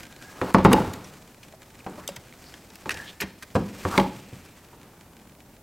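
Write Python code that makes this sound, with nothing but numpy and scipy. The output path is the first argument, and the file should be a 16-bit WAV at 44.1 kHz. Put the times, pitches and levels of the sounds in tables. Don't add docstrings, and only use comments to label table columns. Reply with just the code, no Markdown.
import sys
import numpy as np
from scipy import signal
from scipy.fft import rfft, irfft
from scipy.io import wavfile
from scipy.ndimage import uniform_filter1d

SR = 44100
rng = np.random.default_rng(int(sys.argv[2]) if len(sys.argv) > 2 else 0)


def inscribe(sig):
    pcm = np.round(np.clip(np.atleast_2d(sig).T, -1, 1) * 32767)
    wavfile.write(sys.argv[1], SR, pcm.astype(np.int16))


N = 247842

# [t/s, level/dB, contact cut-off f/Hz, thump f/Hz,
# thump level/dB, bench ringing level/dB]; the last two are relative within the blow
KNOCK_EVENTS = [(.415, -22, 2000, 102, -7, -3.5), (.546, -8.5, 1840, 214.5, -1.5, -6),
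                (.583, -21.5, 1710, 178, -12, 23), (.6495, -7, 1700, 198, -1, -1),
                (.666, -13.5, 600, 188, 5, -8), (.717, -14, 1410, 235, 2, 1.5),
                (.733, -17, 1430, 462, 5.5, 2), (.764, -23, 1520, 192, 2, 2),
                (0.804, -19, 900, 186, 9.5, 0.5), (.878, -30, 900, 95, 20, 7.5),
                (1.538, -46.5, 1020, 644, -4, -13), (1.864, -31, 1930, 776, 6, 9),
                (1.981, -39.5, 1390, 600, -4, -6.5), (2.090, -35, 970, 561, -.5, -32),
                (2.858, -33, 2120, 167, -19, 1), (3.218, -30, 2600, 407, -7.5, -10.5),
                (3.238, -35.5, 500, 188, 11, -6), (3.553, -16.5, 1570, 105, 12.5, 11.5),
                (3.567, -26.5, 1470, 383, 15, -8), (3.625, -31, 500, 175, 0, -19),
                (3.852, -21.5, 1710, 95, -4.5, -7), (3.978, -14, 1700, 189, 2, 1.5),
                (3.999, -19, 1220, 190.6, 9, -4.5), (4.328, -36.5, 342, 115, 4.5, -1),
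                (4.732, -50.5, 1680, 953, 1, 0)]
# [f/Hz, level/dB, t60/s]
BENCH_MODES = [(46.6, -5, 0.29), (91.8, -19, 0.52), (117.9, -8, 0.52), (180, 13, 0.06), (183.6, 4.5, 0.36),
               (202, -6, 0.56), (248, -4, 0.19), (362.2, 3.5, 0.17), (389, 1, 0.067), (509, 4.5, 0.12),
               (557.7, -1.5, 0.26), (884, 2.5, 0.21), (1150, 1, 0.11)]
# [f/Hz, density level/dB per Hz, t60/s]
PANEL_MODES = [(98, -6.5, 0.28), (276, 1, 0.44), (500, 4, 0.059), (666, -6.5, 0.18), (852, 1.5, 0.13),
               (1380, -4, 0.05), (3000, -9.5, 0.06), (15000, -0.5, 0.027)]
# [t/s, level/dB]
RATTLE_EVENTS = [(.588, -26), (.659, -19), (.744, -22), (.764, -26), (.778, -25), (.785, -23), (.818, -30),
                 (.846, -36), (3.987, -19), (4.013, -27), (4.044, -32), (4.062, -34)]
# [f/Hz, level/dB, t60/s]
TOOL_MODES = [(867, 8, 0.05), (1018, -7.5, 0.047), (1265, -12, 0.021), (1840, -14, 0.022),
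              (2330, -12, 0.016)]
# [t/s, level/dB, ring f/Hz, ring level/dB against the snap,
# swell of the slip t/s, brightness level/dB]
CLICK_EVENTS = [(0.031, -43, 2080, -4, 0.0011, 5), (0.729, -17.5, 2400, -16, 0.0013, 8),
                (0.934, -38, 3920, -7, 0.0015, 9), (1.041, -46, 5750, -2, 0.0043, -14),
                (1.429, -46.5, 2130, 3, 0.0041, 13), (2.076, -30.5, 2220, -12, 0.00063, 21),
                (2.085, -37.5, 3400, -17, 0.0041, 12), (2.159, -37.5, 1890, -14, 0.0026, 7),
                (2.325, -49.5, 2050, 20, .0008, -10), (2.54, -42, 2100, -1, 0.00035, -20),
                (2.701, -48.5, 3900, -6, 0.002, -6), (2.755, -45.5, 3420, -23, 0.0007, 19),
                (2.8929, -24.5, 1800, 10, 0.0012, -5), (2.904, -27, 1780, 16, 0.0042, 13),
                (2.913, -33.5, 1860, -14, 0.0045, 4), (2.942, -38.5, 5070, -12, 0.00098, 2),
                (2.971, -39, 1660, 3, .0015, -7), (3.026, -62, 1760, 2, 0.0013, -5),
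                (3.202, -29, 1680, 1.5, 0.0035, 9), (3.2099, -31, 13200, -2, 0.00096, 10),
                (3.214, -29, 1830, 2.5, 0.0059, 3), (3.423, -37.5, 1620, 1, 0.004, 14),
                (3.5511, -35, 2300, -13, 0.0054, -10), (3.6116, -52, 2200, -2, .0015, -8),
                (3.6421, -63, 2400, -3, .001, -4), (3.9764, -19.5, 2140, 20, 0.0023, -25),
                (3.997, -27.5, 2160, 18, 0.0024, -16)]
# [f/Hz, density level/dB per Hz, t60/s]
SNAP_MODES = [(300, 8.5, 0.042), (1210, -7, 0.091), (2030, 8.5, 0.021), (4300, -3, 0.028),
              (7300, 2.5, 0.0079), (10200, -2.5, 0.0019), (13800, -15, 0.017)]
# [t/s, peak level/dB, start f/Hz, end f/Hz]
SQUEAK_EVENTS = [(1.797, -45.5, 3360, 1890)]
# [peak t/s, peak level/dB, rise t/s, fall t/s]
BRUSH_STROKES = [(.01, -43.5, .11, 0.048), (.43, -48.5, 0.3, 0.16), (.92, -50, 0.23, 0.22),
                 (1.07, -47.5, 0.096, 0.14), (2.05, -54, 0.66, 0.52), (2.49, -50, 0.36, 0.46),
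                 (3.04, -46.5, 0.71, 0.3), (3.94, -37.5, 0.45, 0.34), (4.38, -52, 0.38, 0.54)]
# [t/s, level/dB]
RUSTLE_LEVEL = [(0, -51.5), (1.4, -56.5), (3.3, -58.5), (4.6, -60.5), (5.62, -61.5)]
# [f/Hz, density level/dB per Hz]
CLOTH_SPECTRUM = [(300, 5), (2500, 0), (3100, -4), (5300, -4.5), (8400, -6), (9800, -12.5), (12700, -11.5),
                  (16000, -17)]
# [peak t/s, peak level/dB, rise t/s, fall t/s]
DRAG_STROKES = [(.505, -33.5, 0.18, 0.032), (.73, -28.5, 0.06, 0.3), (1.93, -49.5, 0.2, 0.55),
                (3.957, -31, 0.072, 0.13), (4.85, -57, 1, 0.99)]
# [f/Hz, density level/dB per Hz]
SCRAPE_SPECTRUM = [(100, -8.5), (450, 0), (700, -2.5), (950, -1.5), (1400, -4), (1900, -12.5), (12000, -30)]
# [peak t/s, peak level/dB, rise t/s,
# fall t/s, pitch at the peak f/Hz, glide/octaves per s, resonance width f/Hz]
RUB_STROKES = [(.26, -54.5, 0.99, 0.4, 1640, 0.3, 130), (.3, -62.5, .8, 0.62, 5460, 3, 900),
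               (1.895, -60.5, 0.055, .2, 7300, 6.5, 4000), (2.01, -48, 0.13, 0.089, 1120, 14, 600),
               (2.465, -57, 0.08, 0.2, 4740, -0.5, 1100), (2.975, -39, 0.081, 0.15, 1730, 0, 220),
               (3.092, -40.5, 0.057, 0.035, 3370, 1, 1600), (3.86, -50, 0.26, 1, 2390, 0, 1400),
               (3.942, -28, 0.046, 0.1, 1120, -4, 450)]
# [f/Hz, density level/dB per Hz, t60/s]
GARAGE_DECAY = [(80, 1, 0.43), (200.5, -16, 0.92), (1014, -4.5, 0.35), (5000, 0, 0.58), (14000, -39, 0.176)]
# [f/Hz, density level/dB per Hz]
AIR_SPECTRUM = [(12, -46), (25, -11), (64, -2.5), (242, -2.5), (451, -11), (911, -15), (1160, -27),
                (4140, -32.5), (13600, -28), (16000, -30)]

HIT_SIZE, CLICK_SIZE = 600, 400
SETTLE_S, SETTLE_DB, SETTLE_HZ = 0.01908, -9.5, 410
STROKE_RANGE_DB = 20
RESTING_DB = -65.5
FLUTTER_HZ, FLUTTER_DB = 54.3, 2.5
AIR_DB = -52.5
CUTOFF_HZ = 15900


def knocks(scatter_db=4, body_db=-2, dense_db=5.5, push_db=-6.0, push_ratio=0.62,
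           push_width_hz=450, thump_width_hz=27, crack_db=-34, lead_s=0.0056):
    out, t = np.zeros(N), np.arange(SR) / SR
    mode_db, modes = ringing_modes(BENCH_MODES, t)
    signs = (-1) ** (np.arange(len(modes)) // 2)
    bump = settle()
    for s, db, contact_hz, thump_hz, thump_db, ring_db in KNOCK_EVENTS:
        push = pulse(push_ratio * contact_hz, push_width_hz)
        thump = pulse(thump_hz, thump_width_hz)
        strengths = signs * from_db(mode_db + scatter_db * rng.standard_normal(len(modes)))
        body = attack_one(strengths @ modes, HIT_SIZE)
        dense = attack_one(dying_noise(PANEL_MODES, size=SR), HIT_SIZE)
        ring = from_db(body_db) * body + from_db(dense_db) * dense
        hit = from_db(push_db) * push + from_db(thump_db) * thump + from_db(ring_db) * ring
        hit = butter(hit, contact_hz, "low")
        add(out, s, from_db(db) * attack_one(hit, HIT_SIZE))
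        add(out, s + SETTLE_S, from_db(db + SETTLE_DB) * bump)
        grit = rng.standard_normal(SR) * np.exp(-t / 0.007)
        crack = butter(grit, [3500, 12000], "band", order=1)
        add(out, s - lead_s, from_db(db + crack_db) * attack_one(crack, HIT_SIZE))
    return out


def settle(thump_hz=183, width_hz=13, thump_db=10):
    thump = from_db(thump_db) * pulse(thump_hz, width_hz)
    dense = attack_one(dying_noise(PANEL_MODES, size=SR), HIT_SIZE)
    return attack_one(butter(thump + dense, SETTLE_HZ, "low"), HIT_SIZE)


def rattles(scatter_db=5.0):
    out, t = np.zeros(N), np.arange(SR // 2) / SR
    mode_db, modes = ringing_modes(TOOL_MODES, t)
    signs = (-1) ** np.arange(len(modes))
    for s, db in RATTLE_EVENTS:
        strengths = signs * from_db(mode_db + scatter_db * rng.standard_normal(len(modes)))
        add(out, s, from_db(db) * attack_one(strengths @ modes, HIT_SIZE))
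    return out


def clicks(ring_width_hz=330, upper_ratio=1.38, upper_db=-7, bright_hz=8000):
    out, size = np.zeros(N), 4096
    t = np.arange(size) / SR
    for s, db, hz, ring_db, swell_s, bright_db in CLICK_EVENTS:
        slips = rng.standard_normal(size) * (rng.random(size) < .25)
        slips = slips * t / swell_s * np.exp(-t / swell_s)
        snap = signal.fftconvolve(slips, dying_noise(SNAP_MODES, size=size))[:size]
        snap = snap + (from_db(bright_db) - 1) * butter(snap, bright_hz, "high", order=1)
        ring = resonate(slips, hz, ring_width_hz)
        ring = ring + from_db(upper_db) * resonate(slips, hz * upper_ratio, ring_width_hz)
        click = rms_one(snap) + from_db(ring_db) * rms_one(ring)
        add(out, s, from_db(db) * attack_one(click, CLICK_SIZE))
    return out


def ticks(tick_db=-4):
    flicks = grains(per_s=13, spread_db=2.0)
    flicks = signal.fftconvolve(flicks, dying_noise(SNAP_MODES, size=4096))[:N]
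    return from_db(tick_db) * gain_in_time(RUSTLE_LEVEL) * rms_one(flicks)


def squeaks(length_s=0.0163):
    out, size = np.zeros(N), round(length_s * SR)
    for s, db, start_hz, end_hz in SQUEAK_EVENTS:
        phase = 2 * np.pi * np.cumsum(np.geomspace(start_hz, end_hz, size)) / SR
        add(out, s, from_db(db) * np.hanning(size) * np.sin(phase))
    return out


def rubs():
    out, t = 0, np.arange(N) / SR
    slips = grains(per_s=930, spread_db=0.5)
    for s, db, rise, fall, hz, glide, width_hz in RUB_STROKES:
        centre_hz = hz * 2 ** (glide * np.clip(t - s, -rise, fall))
        song = rms_one(gliding(slips, centre_hz, width_hz))
        out = out + strokes([(s, db, rise, fall)]) * flutter(FLUTTER_HZ, FLUTTER_DB) * song
    return out


def friction():
    hiss = colour(grains(per_s=7000, spread_db=2.0), CLOTH_SPECTRUM)
    sleeve = np.hypot(strokes(BRUSH_STROKES), gain_in_time(RUSTLE_LEVEL)) * hiss
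    scrape = colour(grains(per_s=2500, spread_db=1.5), SCRAPE_SPECTRUM)
    tool = np.hypot(strokes(DRAG_STROKES), from_db(RESTING_DB)) * scrape
    return sleeve * flutter(rate_hz=40, depth_db=2.8) + tool


def garage(x, build_s=0.0044):
    build = (1 - np.exp(-np.arange(SR) / SR / build_s)) ** 2
    tail = dying_noise(GARAGE_DECAY, size=SR) * build
    return signal.fftconvolve(x, tail / np.sqrt(np.sum(tail ** 2)))[:N]


def air():
    return from_db(AIR_DB) * colour(rng.standard_normal(N), AIR_SPECTRUM)


def from_db(db):
    return 10 ** (np.asarray(db) / 20)


def rms_one(x):
    return x / np.sqrt(np.mean(x ** 2) + 1e-20)


def attack_one(x, size):
    return x / np.sqrt(np.max(uniform_filter1d(x ** 2, size, mode="constant")) + 1e-20)


def gain_in_time(rows):
    return from_db(np.interp(np.arange(N) / SR, *np.transpose(rows)))


def at_hz(points, hz, axis=1):
    table = np.array(points)
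    return np.interp(np.log(hz + 1), np.log(table[:, 0]), table[:, axis])


def add(out, s, sound):
    start = max(round(s * SR), 0)
    out[start:start + len(sound)] += sound[:N - start]


def butter(x, hz, kind, order=2):
    corners = np.clip(hz, 10, .45 * SR)
    return signal.sosfilt(signal.butter(order, corners, kind, fs=SR, output="sos"), x)


def resonate(x, hz, width_hz):
    r = np.exp(-np.pi * width_hz / SR)
    zeros = np.array([1, 0, -1]) * (1 - r * r) / 2
    poles = [1, -2 * r * np.cos(2 * np.pi * hz / SR), r * r]
    return signal.lfilter(zeros, poles, x)


def gliding(x, hz, width_hz):
    turn = np.exp(2j * np.pi * np.cumsum(hz) / SR)
    r = np.exp(-np.pi * width_hz / SR)
    return np.real(turn * signal.lfilter([1], [1, -2 * r, r * r], x / turn))


def pulse(hz, width_hz):
    impulse = signal.unit_impulse(SR) + 1e-18
    return attack_one(resonate(impulse, hz, width_hz), HIT_SIZE)


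def ringing_modes(table, t):
    hz, mode_db, t60 = np.transpose(table)
    fades = from_db(-60 * t / t60[:, None])
    return mode_db, np.sin(2 * np.pi * hz[:, None] * t) * fades


def dying_noise(table, size):
    t, out = np.arange(size) / SR, 0
    edges = 62.5 * 2 ** (np.arange(17) / 2)
    for low, high in zip(edges, edges[1:]):
        hz = np.sqrt(low * high)
        fade = from_db(-60 * t / at_hz(table, hz, axis=2))
        band = rms_one(butter(rng.standard_normal(size) * fade, [low, high], "band"))
        band = band * np.sqrt((high - low) * np.mean(fade ** 2))
        out = out + band * from_db(at_hz(table, hz))
    return out


def colour(x, spectrum):
    gain = from_db(at_hz(spectrum, np.fft.rfftfreq(N, 1 / SR)))
    return rms_one(irfft(rfft(x) * gain, N))


def grains(per_s, spread_db):
    sizes = from_db(spread_db * np.minimum(rng.exponential(1, N), 4))
    sizes = sizes * rng.choice([-1, 1], N)
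    return sizes * (rng.random(N) < per_s / SR)


def strokes(rows):
    t, power = np.arange(N) / SR, 0
    for s, db, rise, fall in rows:
        away = np.maximum((s - t) / rise, (t - s) / fall)
        power = power + from_db(db - STROKE_RANGE_DB * np.minimum(away, 10)) ** 2
    return np.sqrt(power)


def flutter(rate_hz, depth_db):
    knots = np.clip(rng.standard_normal(4096), -2, 2)
    place = np.arange(N) / SR * 2 * rate_hz
    return rms_one(from_db(depth_db * np.interp(place, np.arange(len(knots)), knots)))


def scene(knock_room_db=-12.5, click_room_db=-22, side_hiss_db=-64.5):
    bench = knocks() + rattles()
    parts = clicks() + ticks() + squeaks()
    room = garage(from_db(knock_room_db) * bench + from_db(click_room_db) * parts)
    middle = bench + parts + friction() + rubs() + room + air()
    side = from_db(side_hiss_db) * rng.standard_normal(N)
    return middle + side * np.array([[1], [-1]])


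def record(dry):
    low_pass = signal.ellip(12, .1, 100, CUTOFF_HZ, fs=SR, output="sos")
    return signal.sosfilt(low_pass, np.clip(dry, -1, 1))


dry = scene()
out = record(dry)
inscribe(out)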